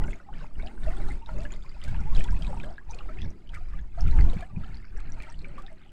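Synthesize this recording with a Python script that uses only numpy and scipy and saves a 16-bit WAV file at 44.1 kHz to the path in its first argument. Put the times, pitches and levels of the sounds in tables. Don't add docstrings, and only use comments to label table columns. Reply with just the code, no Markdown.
import sys
import numpy as np
from scipy import signal
from scipy.fft import rfft, irfft, next_fast_len
from scipy.io import wavfile
from scipy.ndimage import uniform_filter1d

SR = 44100
rng = np.random.default_rng(int(sys.argv[2]) if len(sys.argv) > 2 else 0)


def unload_wav(signal):
    wavfile.write(
        sys.argv[1],
        SR,
        np.round(np.clip(np.atleast_2d(signal).T, -1, 1) * 32767).astype(np.int16),
    )


N = 261064

# (frequency [Hz], density [dB per Hz])
HUSH_COLOUR = [(100, -12), (250, -5), (400, 7.5), (500, -20), (2000, -43), (8000, -29), (11000, -26.5),
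               (15000, -43)]
HUSH_DB = -74

# (start [s], hold [s], big eddies [dB], middling eddies [dB], small eddies [dB])
GUSTS = [(0.0, 0.077, -27, -37, -38), (0.346, 0.11, -36.5, -71, -47.5), (0.587, 0.045, -30, -44, -51),
         (0.85, 0.068, -25.5, -49, -44.5), (1.016, 0.12, -27, -41.5, -47), (1.343, 0.12, -31, -39.5, -44.5),
         (1.526, 0.31, -38.5, -60, -57), (1.892, 0.17, -29, -34.5, -42.5), (2.16, 0.023, -15.5, -32, -37),
         (2.298, 0.064, -24, -34, -43), (2.416, 0.28, -32.5, -42, -45), (2.89, 0.17, -39, -52.5, -61.5),
         (3.087, 0.018, -31, -67, -52), (3.23, 0.04, -30.5, -33.5, -43), (3.54, 0.15, -35, -44.5, -62),
         (3.751, 0.078, -32.5, -43.5, -50.5), (4.055, 0.041, -18.5, -24, -43),
         (4.176, 0.093, -16, -27, -35), (4.353, 0.045, -35.5, -40, -44.5), (4.569, 0.04, -35, -37, -43.5),
         (4.687, 0.12, -39.5, -45, -53), (4.964, 0.021, -30, -41.5, -71), (5.087, 0.12, -35, -47, -52.5),
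         (5.353, 0.24, -39, -50.5, -55), (5.58, 0.14, -41.5, -63, -59)]
GUST_RISE_S, GUST_FALL_S, GUST_SAG_DB_PER_S = 0.095, 0.083, 22.5
BREEZE_BIG_DB, BREEZE_MIDDLING_DB, BREEZE_SMALL_DB = -53, -59, -62
# (frequency [Hz], density [dB per Hz])
BUFFET_COLOUR = [(18, 14.5), (27, 7), (41, 5.5), (53, -3), (66, -24)]
# (frequency [Hz], density [dB per Hz])
RUMBLE_COLOUR = [(45, -15), (58, 4.5), (95, -5.5), (125, -12.5), (160, -16.5)]
# (frequency [Hz], density [dB per Hz])
FLUTTER_COLOUR = [(105, -8.5), (150, 1), (220, -8.5), (300, -16), (410, -27), (480, -33.5), (900, -23.5)]
# (frequency [Hz], density [dB per Hz])
RUSH_COLOUR = [(500, 9.5), (1500, -3), (3500, -17), (6000, -6.5), (8700, -13), (10300, -18.5), (13000, -23),
               (15500, -43)]

# (time [s], level [dB])
KNOCKS = [(3.235, -40), (4.358, -25), (4.565, -24.5)]
# (frequency [Hz], level [dB], t60 [s])
SLAB_MODES = [(138, -7, 0.067), (167.8, 10, 0.067), (348, -16, 0.086)]

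# (start [s], hold [s], level [dB])
SLOSHES = [(0.0, 0.12, -47), (0.591, 0.3, -52), (0.97, 0.18, -48), (1.35, 0.19, -54.5), (1.974, 0.24, -56),
           (2.183, 0.17, -50.5), (2.533, 0.14, -53), (3.075, 0.087, -51.5), (3.22, 0.16, -53.5),
           (3.694, 0.072, -67.5), (4.048, 0.16, -49), (4.19, 0.11, -48), (4.598, 0.13, -56.5),
           (4.945, 0.14, -59.5), (5.167, 0.11, -60.5), (5.424, 0.059, -54.5), (5.563, 0.026, -53.5)]
SLOSH_RISE_S, SLOSH_FALL_S, SLOSH_SAG_DB_PER_S = 0.068, 0.1, 7
CALM_SLOSH_DB = -64.5
# (frequency [Hz], density [dB per Hz])
SLOSH_COLOUR = [(215, 4), (300, -2), (400, -1.5), (470, -21)]

# (time [s], level [dB], t60 [s])
SLAPS = [(0.037, -48, 0.022), (0.103, -50, 0.044), (1.08, -57, 0.11), (1.429, -53, 0.094),
         (1.836, -47, 0.084), (1.877, -54.5, 0.16), (2.191, -49.5, 0.032), (2.239, -33.5, 0.017),
         (2.423, -51, 0.022), (2.634, -54.5, 0.085), (2.945, -57, 0.022), (3.541, -52.5, 0.07),
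         (4.079, -54, 0.0235), (4.332, -56, 0.0406), (4.408, -49, 0.014), (5.001, -58, 0.032),
         (5.219, -50.5, 0.057), (5.577, -60.5, 0.132), (5.621, -53, 0.016)]
# (frequency [Hz], density [dB per Hz])
SLAP_COLOUR = [(700, -2), (1500, -8), (3500, 2), (6000, -5), (8500, -1), (10300, -14.5), (15000, -22)]
SLAP_RISE_S, SLAP_GRAIN_DB = 0.005, 3.5

# (middle [s], length [s], pitch [Hz], level [dB])
FOAM = [(0.42, .12, 4970, -71.5), (0.436, 0.12, 6760, -77), (0.639, 0.24, 8700, -75.5),
        (0.808, 0.22, 8540, -72), (1.581, 0.45, 6950, -73), (1.72, 0.42, 4840, -70.5),
        (3.211, 0.79, 4700, -80), (4.823, 0.22, 4910, -69), (5.247, 0.72, 4310, -70),
        (5.301, 0.4, 7840, -75.5), (3.677, 0.3, 5100, -76), (1.043, 0.38, 8500, -70),
        (2.496, 0.51, 8100, -69), (5.862, 0.16, 3075, -70)]

# (time [s], length [s], start pitch [Hz], end pitch [Hz], level [dB])
GLUGS = [(.002, 0.07, 810, 944, -49), (0.257, 0.071, 792.6, 805, -52), (.63, 0.066, 614, 850, -45),
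         (.965, .06, 785, 827, -47), (1.214, .045, 860, 1010, -50), (1.828, 0.042, 540, 610, -51),
         (2.052, 0.057, 782, 990, -45.5), (2.116, 0.034, 1055, 1130, -46.5),
         (2.482, 0.046, 670, 502, -45.5), (2.633, 0.085, 543.6, 747, -44.5), (2.889, 0.035, 824, 940, -43),
         (4.021, 0.028, 787, 856, -55), (4.12, 0.066, 930, 835, -47.5), (4.18, 0.04, 862, 730, -43),
         (4.199, 0.038, 426, 380, -44), (4.23, 0.059, 864, 930, -52.5), (4.253, .04, 300, 340, -43.5),
         (4.26, 0.07, 1100, 1083, -53), (4.494, 0.028, 1210, 1160, -54), (5.627, 0.044, 733, 815, -51),
         (5.697, 0.043, 640, 674, -53.5)]
GLUG_WAVER, GLUG_FLICKER_DB = .02, 2.2
GLUG_SKEW = .75

# (start [s], length [s], middle pitch [Hz], level [dB])
BURSTS = [(.005, 0.0477, 787, -49), (0.057, 0.067, 8000, -63.5), (0.338, 0.13, 1906, -61),
          (0.368, 0.045, 3680, -64), (0.588, 0.12, 1860, -60.5), (0.848, 0.09, 1540, -53),
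          (0.997, .12, 1470, -55), (1.28, .025, 1830, -59), (1.839, 0.064, 2920, -63),
          (1.942, 0.096, 1586, -69), (2.18, 0.046, 2380, -60), (2.24, 0.14, 955, -57.5),
          (2.658, 0.12, 3900, -69), (2.893, 0.032, 5100, -61), (2.982, .06, 1560, -65),
          (3.084, 0.055, 1930, -58.5), (3.169, 0.087, 2200, -56.5), (3.194, 0.072, 4480, -62),
          (3.532, 0.038, 1820, -49), (4.05, 0.043, 2600, -58), (4.176, 0.038, 2010, -54.5),
          (4.36, 0.094, 2480, -63), (4.609, 0.087, 2270, -71), (4.612, 0.058, 3660, -68),
          (4.72, 0.19, 1970, -65), (4.968, 0.049, 1810, -56.5), (5.044, 0.04, 2020, -60),
          (5.199, 0.11, 2290, -57.5), (5.227, 0.076, 3660, -75), (5.563, 0.026, 2340, -59),
          (5.649, 0.1, 1900, -76), (5.286, 0.064, 3700, -71), (5.565, 0.053, 3930, -74),
          (5.78, 0.12, 3140, -71)]
BURST_OCTAVES, BURST_CYCLES = 0.96, 40
FROTH_DB, FROTH_RISE_S, FROTH_T60_S = -13, .008, 0.11

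# (time [s], pitch [Hz], level [dB], t60 [s])
PLOPS = [(.008, 1033, -43, 0.043), (.019, 1920, -40, .04), (.038, 910, -28, 0.014), (.064, 1470, -43, .025),
         (.038, 2770, -31, 0.0074), (.04, 1410, -33.5, 0.039), (.078, 2160, -41.5, .022),
         (.082, 582, -37, 0.057), (.082, 1560, -36, 0.029), (.108, 2570, -42, .022),
         (.122, 3350, -44, 0.0142), (.131, 2120, -27.5, 0.013), (.138, 6740, -49.5, 0.0089),
         (.157, 6600, -49, .01), (.2, 1390, -38, 0.028), (.286, 799, -38, 0.081), (.286, 1060, -45, 0.045),
         (.329, 1420, -36, 0.014), (.338, 2965, -42.5, 0.015), (.406, 1504, -41.5, .035),
         (.442, 910, -29.5, 0.017), (.594, 1500, -42.5, 0.039), (.598, 2180, -38, 0.049),
         (.672, 2932, -29, 0.008), (.776, 1510, -41, 0.027), (.832, 1714, -42, .03),
         (.835, 3570, -44, 0.019), (.868, 606, -29.5, 0.16), (.88, 2600, -40, .02), (.93, 1680, -50, 0.031),
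         (.968, 8040, -44, .009), (.969, 1378, -42, 0.027), (.972, 3445, -42, 0.0158),
         (1.0, 597, -38.5, 0.077), (1.039, 1492, -42, 0.034), (1.085, 4150, -43, .012),
         (1.088, 1430, -40, .021), (1.108, 2054, -34.5, 0.035), (1.213, 870, -49, .05),
         (1.222, 2700, -49, .022), (1.261, 3720, -37, 0.013), (1.285, 575, -43.5, 0.072),
         (1.289, 927, -29, 0.041), (1.29, 1370, -36.5, 0.04), (1.365, 368, -41.5, 0.12),
         (1.383, 589, -36, 0.15), (1.38, 2067, -41, 0.0194), (1.385, 6660, -45, .011),
         (1.399, 2598, -45, .026), (1.406, 4570, -29, 0.0023), (1.451, 2840, -41.5, 0.021),
         (1.452, 1656, -31.5, 0.04), (1.516, 1495, -41, .024), (1.521, 6900, -37.5, 0.02),
         (1.521, 3150, -40, 0.013), (1.538, 3760, -33, 0.0046), (1.561, 2030, -47, 0.041),
         (1.693, 4650, -45.5, 0.032), (1.816, 3020, -32.5, 0.0085), (1.837, 4620, -40.5, .016),
         (1.847, 2296, -38.5, 0.021), (1.876, 1534, -40, 0.086), (1.926, 740, -26, 0.013),
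         (1.944, 2560, -41, 0.023), (1.945, 1683, -37, 0.022), (1.947, 900, -35.5, .035),
         (1.99, 1380, -41, 0.056), (2.006, 5490, -41.5, 0.0074), (2.01, 880, -39.5, 0.045),
         (2.15, 3900, -30, 0.011), (2.161, 3250, -32, 0.017), (2.167, 4950, -34, .0071),
         (2.177, 2580, -30, 0.011), (2.192, 3120, -33, .015), (2.199, 7735, -39.5, .01),
         (2.207, 2430, -30, 0.02), (2.207, 1785, -33, 0.034), (2.21, 379, -38, 0.059),
         (2.241, 7000, -36, 0.0018), (2.245, 3380, -35.5, 0.019), (2.255, 925, -39, 0.1),
         (2.278, 2526, -40, .018), (2.286, 1570, -30, 0.018), (2.286, 1010, -40, 0.014),
         (2.325, 930, -40, 0.048), (2.344, 1940, -43, .022), (2.308, 5220, -31.5, 0.0034),
         (2.365, 2490, -40, 0.0306), (2.422, 4830, -39, .011), (2.423, 3170, -30, 0.014),
         (2.446, 2446, -36, 0.028), (2.446, 3904, -43, .014), (2.468, 3760, -32.5, 0.0088),
         (2.489, 590, -31.5, 0.029), (2.529, 826, -25, 0.038), (2.574, 2630, -45, 0.018),
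         (2.6, 2450, -30, 0.015), (2.606, 3100, -42, 0.021), (2.611, 1400, -48.5, 0.044),
         (2.632, 3560, -42, 0.016), (2.636, 1600, -32.5, 0.03), (2.636, 564, -34, 0.063),
         (2.645, 3120, -41.5, 0.018), (2.707, 685, -27.5, 0.017), (2.781, 1632, -31.5, 0.034),
         (2.91, 6080, -35, 0.013), (2.934, 2440, -38, .025), (2.946, 4330, -38.5, 0.0059),
         (2.946, 6960, -42.5, .01), (2.986, 4134, -41.5, 0.011), (2.989, 2720, -31, 0.012),
         (3.006, 1220, -33, 0.02), (3.055, 747, -42, 0.046), (3.085, 344, -38, 0.047),
         (3.091, 1276, -35.5, 0.04), (3.187, 2530, -35, 0.021), (3.218, 3380, -32, 0.015),
         (3.258, 548, -40, 0.054), (3.473, 2970, -48, 0.02), (3.492, 3070, -38.5, 0.013),
         (3.534, 1690, -45, 0.035), (3.534, 1310, -42, 0.037), (3.548, 2230, -36.5, 0.035),
         (3.57, 1200, -40, 0.064), (3.735, 1160, -43.5, .06), (3.789, 1660, -42.5, 0.04),
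         (3.79, 3370, -46, 0.012), (3.812, 6630, -54, .01), (3.975, 661, -35.5, 0.15),
         (3.985, 1297, -39, 0.032), (4.063, 1390, -36.5, .028), (4.08, 2390, -32.5, 0.013),
         (4.086, 1310, -34.5, 0.022), (4.186, 1280, -28, 0.016), (4.189, 1624, -32, 0.029),
         (4.192, 2400, -42, 0.0069), (4.209, 4520, -35.5, 0.011), (4.21, 1970, -28.5, 0.012),
         (4.331, 492, -30.5, 0.039), (4.332, 694, -32, .014), (4.332, 3030, -35, 0.0086),
         (4.368, 2240, -40, .036), (4.375, 1620, -41, 0.024), (4.423, 676, -34.5, 0.098),
         (4.425, 1645, -37, 0.054), (4.562, 2423, -42.5, 0.034), (4.635, 1320, -37.5, 0.039),
         (4.644, 3000, -41.5, 0.015), (4.727, 1410, -43.5, 0.023), (4.77, 4620, -43, 0.013),
         (4.844, 1500, -36, 0.012), (4.977, 7500, -48, 0.0085), (5.003, 1260, -38.5, 0.017),
         (5.102, 7260, -46.5, 0.0076), (5.201, 1252, -43, 0.0314), (5.201, 4134, -46, 0.015),
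         (5.202, 2350, -33.5, 0.019), (5.237, 2220, -34.5, 0.017), (5.269, 1330, -37.5, 0.024),
         (5.323, 8240, -45, 0.012), (5.343, 2950, -41, 0.012), (5.391, 4194, -39, 0.011),
         (5.417, 4130, -41, 0.008), (5.445, 2280, -31.5, 0.023), (5.452, 1560, -42, 0.028),
         (5.484, 8140, -49, 0.0062), (5.545, 346, -52, 0.117), (5.58, 1119, -34.5, 0.076),
         (5.681, 1790, -41, 0.024), (5.728, 8200, -51, 0.0067)]
PLOP_RISE_PER_S = 3.8
PINCH_CYCLES = 0.95
STRAYS_PER_S, STRAY_LOW_HZ, STRAY_HIGH_HZ, STRAY_CYCLES = 6, 930, 6700, 49
STRAY_DB, STRAY_SPREAD_DB, STRAY_DB_PER_OCTAVE = -46, 19, 6
COMPANION_DB, COMPANION_LAG_S, COMPANION_OCTAVES = -10.5, .014, 0.83

# (start [s], hold [s], level before trims [dB],
# large bubbles [dB re level], tiny bubbles [dB re level])
SURGES = [(0.0, 0.18, -58.5, 1, -10.5), (0.353, 0.1, -60, 4, -8.5), (0.592, 0.13, -61, 7.5, -8),
          (0.84, 0.31, -56.5, 4.5, -5.5), (1.29, 0.17, -57, 5, -8.5), (1.525, 0.014, -55.5, 3, -8),
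          (1.64, 0.31, -60, -2.5, -11.5), (1.83, 0.27, -55, -5, -11.5), (2.159, 0.049, -49.5, 0.5, -6),
          (2.24, 0.3, -57, -12, -6.5), (2.42, 0.2953, -64, 14, -5), (2.918, 0.25, -60.5, 6.5, -8.5),
          (3.201, 0.11, -63, -2, -12), (3.542, 0.029, -60.5, 4.5, -6), (3.62, 0.043, -62, -4, -15),
          (3.706, 0.068, -57.5, -12, -16), (3.987, 0.16, -54.5, -2.5, -10.5),
          (4.17, 0.25, -54.5, 2.5, -7.5), (4.605, 0.16, -57.5, -7, -13), (4.947, 0.19, -58.5, -2, -18.5),
          (5.177, 0.12, -55, -0.5, -15), (5.445, 0.15, -58.5, -1, -15.5), (5.582, 0.14, -61, 0, -16),
          (4.76, 0.172, -72, -9, -13), (5.774, 0.076, -64, -10, -27)]
SURGE_RISE_S, SURGE_FALL_S, SURGE_SAG_DB_PER_S = 0.066, 0.099, 2.5
CALM_GURGLE_DB, CALM_BABBLE_DB, CALM_SPRAY_DB = -68, -68.5, -77
# (frequency [Hz], density [dB per Hz])
GURGLE_COLOUR = [(350, 12), (500, -2), (680, 4.5), (850, 1.5), (1100, -2), (1400, 2)]
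# (frequency [Hz], density [dB per Hz])
BABBLE_COLOUR = [(1000, -8.5), (1300, 2.5), (1800, 1.5), (2400, 2), (3000, -5.5), (3800, -37)]
# (frequency [Hz], density [dB per Hz])
SPRAY_COLOUR = [(2800, 7.5), (3500, 2), (4600, 2.5), (5800, -4), (7200, -0.5), (8700, -2.5), (9600, -7.5),
                (10300, -11.5), (12000, -11), (15500, -17)]

CHANNEL_T60_S, CHANNEL_DB = 0.071, -15.5
CUTOFF_HZ = 15700


def from_db(db):
    return 10 ** (np.asarray(db) / 20)


def rms_one(x):
    return x / np.sqrt(np.mean(x ** 2) + 1e-20)


def add(out, sound, time_s):
    at = int(np.clip(round(time_s * SR), 0, N - 1))
    out[at:at + len(sound)] += sound[:N - at]


def colour(x, spectrum):
    hz, db = np.transpose(spectrum)
    size = next_fast_len(N, True)
    bin_hz = np.arange(size // 2 + 1) * SR / size
    log_hz = np.log(np.maximum(bin_hz, 1))
    beyond = np.abs(log_hz - np.clip(log_hz, np.log(hz[0]), np.log(hz[-1])))
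    gain = from_db(np.interp(log_hz, np.log(hz), db) - 50 * beyond)
    return rms_one(irfft(rfft(x, size) * gain, size)[:N])


def noise(spectrum):
    return colour(rng.standard_normal(N), spectrum)


def evened(x, span_s):
    size = max(int(span_s * SR), 2)
    power = uniform_filter1d(uniform_filter1d(x ** 2, size), size)
    return x / np.sqrt(np.abs(power) + 1e-6)


def steadied(x, span_s):
    envelope = np.abs(signal.hilbert(x, next_fast_len(N))[:N])
    swell = uniform_filter1d(envelope, max(int(span_s * SR), 2))
    return rms_one(x / (swell + .1))


def swells(starts, holds, levels_db, calm_db, rise_s, fall_s, sag_db_per_s):
    t = np.arange(0, N, 32) / SR
    power = from_db(calm_db) ** 2
    for start, hold, db in zip(starts, holds, levels_db):
        edges = np.maximum(start - t, 0) / rise_s + np.maximum(t - start - hold, 0) / fall_s
        sag_db = sag_db_per_s * (np.clip(t - start, 0, hold) - hold / 2)
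        power = power + from_db(db - sag_db - 20 * edges) ** 2
    return np.interp(np.arange(N) / SR, t, 10 * np.log10(power))


def channel(x):
    t, hop = np.arange(SR // 8) / SR, SR // 10
    dull = signal.butter(1, 4000, fs=SR, output="sos")
    decay = from_db(-60 * t / CHANNEL_T60_S) * (t > .003)
    window = np.hanning(2 * hop)
    out, padded = np.zeros(N + SR), np.pad(x, (hop, 2 * hop))
    for at in range(0, N + hop, hop):
        tail = signal.sosfilt(dull, rng.standard_normal(len(t))) * decay
        tail /= np.sqrt(np.sum(tail ** 2))
        ring = signal.fftconvolve(padded[at:at + 2 * hop] * window, tail)
        out[at:at + len(ring)] += ring
    return x + from_db(CHANNEL_DB) * out[hop:hop + N]


def hush():
    return from_db(HUSH_DB) * noise(HUSH_COLOUR)


def gusting(levels_db, calm_db):
    starts, holds = np.transpose(GUSTS)[:2]
    return swells(starts, holds, levels_db, calm_db, GUST_RISE_S, GUST_FALL_S, GUST_SAG_DB_PER_S)


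def wind():
    breeze_db = BREEZE_BIG_DB, BREEZE_MIDDLING_DB, BREEZE_SMALL_DB
    big_db, middling_db, small_db = map(gusting, np.transpose(GUSTS)[2:], breeze_db)
    buffet = from_db(big_db) * steadied(noise(BUFFET_COLOUR), span_s=0.01)
    rumble = from_db(middling_db) * steadied(noise(RUMBLE_COLOUR), span_s=0.024)
    flutter = from_db(small_db) * steadied(noise(FLUTTER_COLOUR), span_s=0.052)
    gust = uniform_filter1d(from_db(big_db), SR // 8)
    pressure = noise([(4, 10.0), (11, -0.5), (16, 1.0)])
    sway = from_db(5.5) * gust * steadied(pressure, span_s=0.0066)
    rush = from_db(-42.5) * gust * noise(RUSH_COLOUR)
    return sway + buffet + rumble + flutter + rush


def slab():
    t, out = np.arange(SR // 4) / SR, np.zeros(N)
    ring = np.zeros(len(t))
    for hz, db, t60_s in SLAB_MODES:
        ring += from_db(db - 60 * t / t60_s) * np.sin(2 * np.pi * hz * t)
    blow = ring * np.minimum(t / 0.01, 1) ** 2
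    for time_s, db in KNOCKS:
        add(out, from_db(db) * blow, time_s)
    return out


def sloshing():
    level_db = swells(*np.transpose(SLOSHES), CALM_SLOSH_DB, SLOSH_RISE_S, SLOSH_FALL_S, SLOSH_SAG_DB_PER_S)
    return from_db(level_db) * steadied(noise(SLOSH_COLOUR), span_s=0.044)


def slaps():
    swell, t = np.zeros(N), np.arange(SR // 5) / SR
    for time_s, db, t60_s in SLAPS:
        rise = np.minimum(t / min(SLAP_RISE_S, t60_s / 10), 1)
        add(swell, from_db(db - 60 * t / t60_s) * rise, time_s)
    grain = from_db(SLAP_GRAIN_DB * noise([(40, 1), (300, -18)]))
    return swell * noise(SLAP_COLOUR) * grain


def spatter(size):
    clumps = rms_one(uniform_filter1d(rng.standard_normal(SR), size))
    return rng.standard_normal(SR) * np.exp(1.05 * clumps)


def foam():
    out = np.zeros(N)
    for middle_s, length_s, hz, db in FOAM:
        band = signal.butter(2, [hz * .93, hz * 1.07], "band", fs=SR, output="sos")
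        fizz = rms_one(signal.sosfilt(band, spatter(size=90)))
        swell = np.hanning(int(min(length_s, 1) * SR)) ** .5
        add(out, from_db(db) * swell * fizz[:len(swell)], middle_s - length_s / 2)
    return out


def bubble(hz, t60_s, rise):
    t60_s = max(t60_s, .002)
    t = np.arange(int(t60_s * SR)) / SR
    pinch = (1 - np.exp(-t * hz / PINCH_CYCLES)) ** 2
    swing = from_db(-60 * t / t60_s) * pinch
    cycles = hz * (t + rise * t * t / (2 * t60_s))
    return swing * np.sin(2 * np.pi * cycles)


def glugs():
    out = np.zeros(N)
    for (time_s, length_s, start_hz, end_hz, db), draws in zip(GLUGS, rng.standard_normal((len(GLUGS), 2, 7))):
        part = np.linspace(0, 1, int(length_s * SR))
        waver, flicker = (np.interp(part, np.linspace(0, 1, len(d)), d) for d in draws)
        hz = start_hz * (end_hz / start_hz) ** part * (1 + GLUG_WAVER * waver)
        swell = np.abs(np.sin(np.pi * part ** GLUG_SKEW))
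        level = from_db(db + GLUG_FLICKER_DB * flicker)
        add(out, swell * level * np.sin(2 * np.pi * np.cumsum(hz) / SR), time_s)
    return out


def bursts(count):
    out, t = np.zeros(N), np.arange(SR // 2) / SR
    for (start_s, length_s, hz, db), draws in zip(BURSTS, rng.random((len(BURSTS), count, 3))):
        bunch = np.zeros(N)
        for k, (lag, size, force) in enumerate(draws):
            pitch_hz = hz * 2 ** (BURST_OCTAVES * (size - .5))
            ring = bubble(pitch_hz, BURST_CYCLES / pitch_hz, 0.14)
            add(bunch, (.5 + force) * ring, length_s * (k + lag) / count)
        bunch = bunch[:len(t)]
        bunch = bunch * np.sqrt(length_s * SR / np.sum(bunch ** 2))
        band_hz = hz * 2 ** (BURST_OCTAVES * np.array([-.5, .5]))
        band = signal.butter(2, band_hz, "band", fs=SR, output="sos")
        froth = rms_one(signal.sosfilt(band, rng.standard_normal(len(t))))
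        froth_db = FROTH_DB - 60 * np.maximum(t - length_s, 0) / FROTH_T60_S
        froth *= np.minimum(t / FROTH_RISE_S, 1) * from_db(froth_db)
        add(out, from_db(db) * (bunch + froth), start_s)
    return out


def strays(flow_db):
    rows, surge_db = [], flow_db - flow_db.mean()
    for when, size, force in rng.random((int(STRAYS_PER_S * N / SR), 3)):
        hz = STRAY_LOW_HZ * (STRAY_HIGH_HZ / STRAY_LOW_HZ) ** size
        tilt_db = STRAY_DB_PER_OCTAVE * np.log2(hz / STRAY_LOW_HZ)
        db = STRAY_DB + surge_db[int(when * N)] + tilt_db - STRAY_SPREAD_DB * force
        rows.append((when * N / SR, hz, db, STRAY_CYCLES / hz))
    return rows


def companions(rows, count):
    out = np.zeros(N)
    for (time_s, hz, db, t60_s), draws in zip(rows, rng.random((len(rows), count, 2))):
        for lag, size in draws:
            pitch_hz = hz * 2 ** (COMPANION_OCTAVES * (size - .3))
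            ring = bubble(pitch_hz, min(t60_s, 25 / pitch_hz), 0.11)
            add(out, from_db(db + COMPANION_DB) * ring, time_s + COMPANION_LAG_S * lag)
    return out


def plops(rows, tick_db):
    out, t = np.zeros(N), np.arange(SR // 100) / SR
    for (time_s, hz, db, t60_s), grit in zip(rows, rng.standard_normal((len(rows), len(t)))):
        add(out, from_db(db) * bubble(hz, t60_s, PLOP_RISE_PER_S * t60_s), time_s)
        band = signal.butter(2, [hz / 2, min(2 * hz, 9500)], "band", fs=SR)
        tick = signal.lfilter(*band, grit * np.exp(-t / 0.00047))
        add(out, from_db(db + tick_db) * tick, time_s)
    return out


def bubbling(spectrum, low_hz, high_hz, per_s, cycles, spread_db, rise, wash_db):
    out = np.zeros(N)
    for when, size, force, damping, depth in rng.random((int(per_s * N / SR), 5)):
        hz = low_hz * (high_hz / low_hz) ** size
        strength = from_db(spread_db * min(-np.log(1 - force), 4))
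        t60_s = cycles * 2 ** (2 * damping - 1) / hz
        ring = bubble(hz, t60_s, rise * depth ** 2)
        add(out, strength * np.sqrt(hz / low_hz) * ring, when * N / SR)
    crowd = colour(channel(out), spectrum)
    return evened(crowd + from_db(wash_db) * noise(spectrum), span_s=0.1)


def surging(levels_db, calm_db):
    starts, holds = np.transpose(SURGES)[:2]
    return swells(starts, holds, levels_db, calm_db, SURGE_RISE_S, SURGE_FALL_S, SURGE_SAG_DB_PER_S)


def water():
    level_db, large_db, tiny_db = np.transpose(SURGES)[2:]
    gurgle_db = surging(level_db + large_db, CALM_GURGLE_DB)
    babble_db = surging(level_db, CALM_BABBLE_DB)
    spray_db = surging(level_db + tiny_db, CALM_SPRAY_DB)
    gurgle = bubbling(GURGLE_COLOUR, low_hz=439.0, high_hz=1179.0, per_s=250, cycles=49.6,
                      spread_db=6.0, rise=0.514, wash_db=-5.5)
    babble = bubbling(BABBLE_COLOUR, low_hz=1129, high_hz=3326, per_s=1400, cycles=50,
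                      spread_db=4.5, rise=0.25, wash_db=-9)
    spray = bubbling(SPRAY_COLOUR, low_hz=3137, high_hz=10420, per_s=3000, cycles=70,
                     spread_db=5.0, rise=0.05, wash_db=-3)
    flow = from_db(gurgle_db) * gurgle + from_db(babble_db - 2.5) * babble + from_db(spray_db - 0.77) * spray
    rows = list(PLOPS) + strays(babble_db)
    near = plops(rows, tick_db=-10.5) + companions(rows, count=2) + bursts(count=12) + glugs()
    near = signal.sosfilt(signal.butter(6, 10000, fs=SR, output="sos"), near)
    return flow + foam() + slaps() + from_db(-0.37) * channel(near)


def scene():
    return (hush() + wind() + slab() + sloshing() + water())[None]


def record(dry):
    return signal.sosfilt(signal.ellip(10, .1, 80, CUTOFF_HZ, fs=SR, output="sos"), dry)


dry = scene()
out = record(dry)
unload_wav(out)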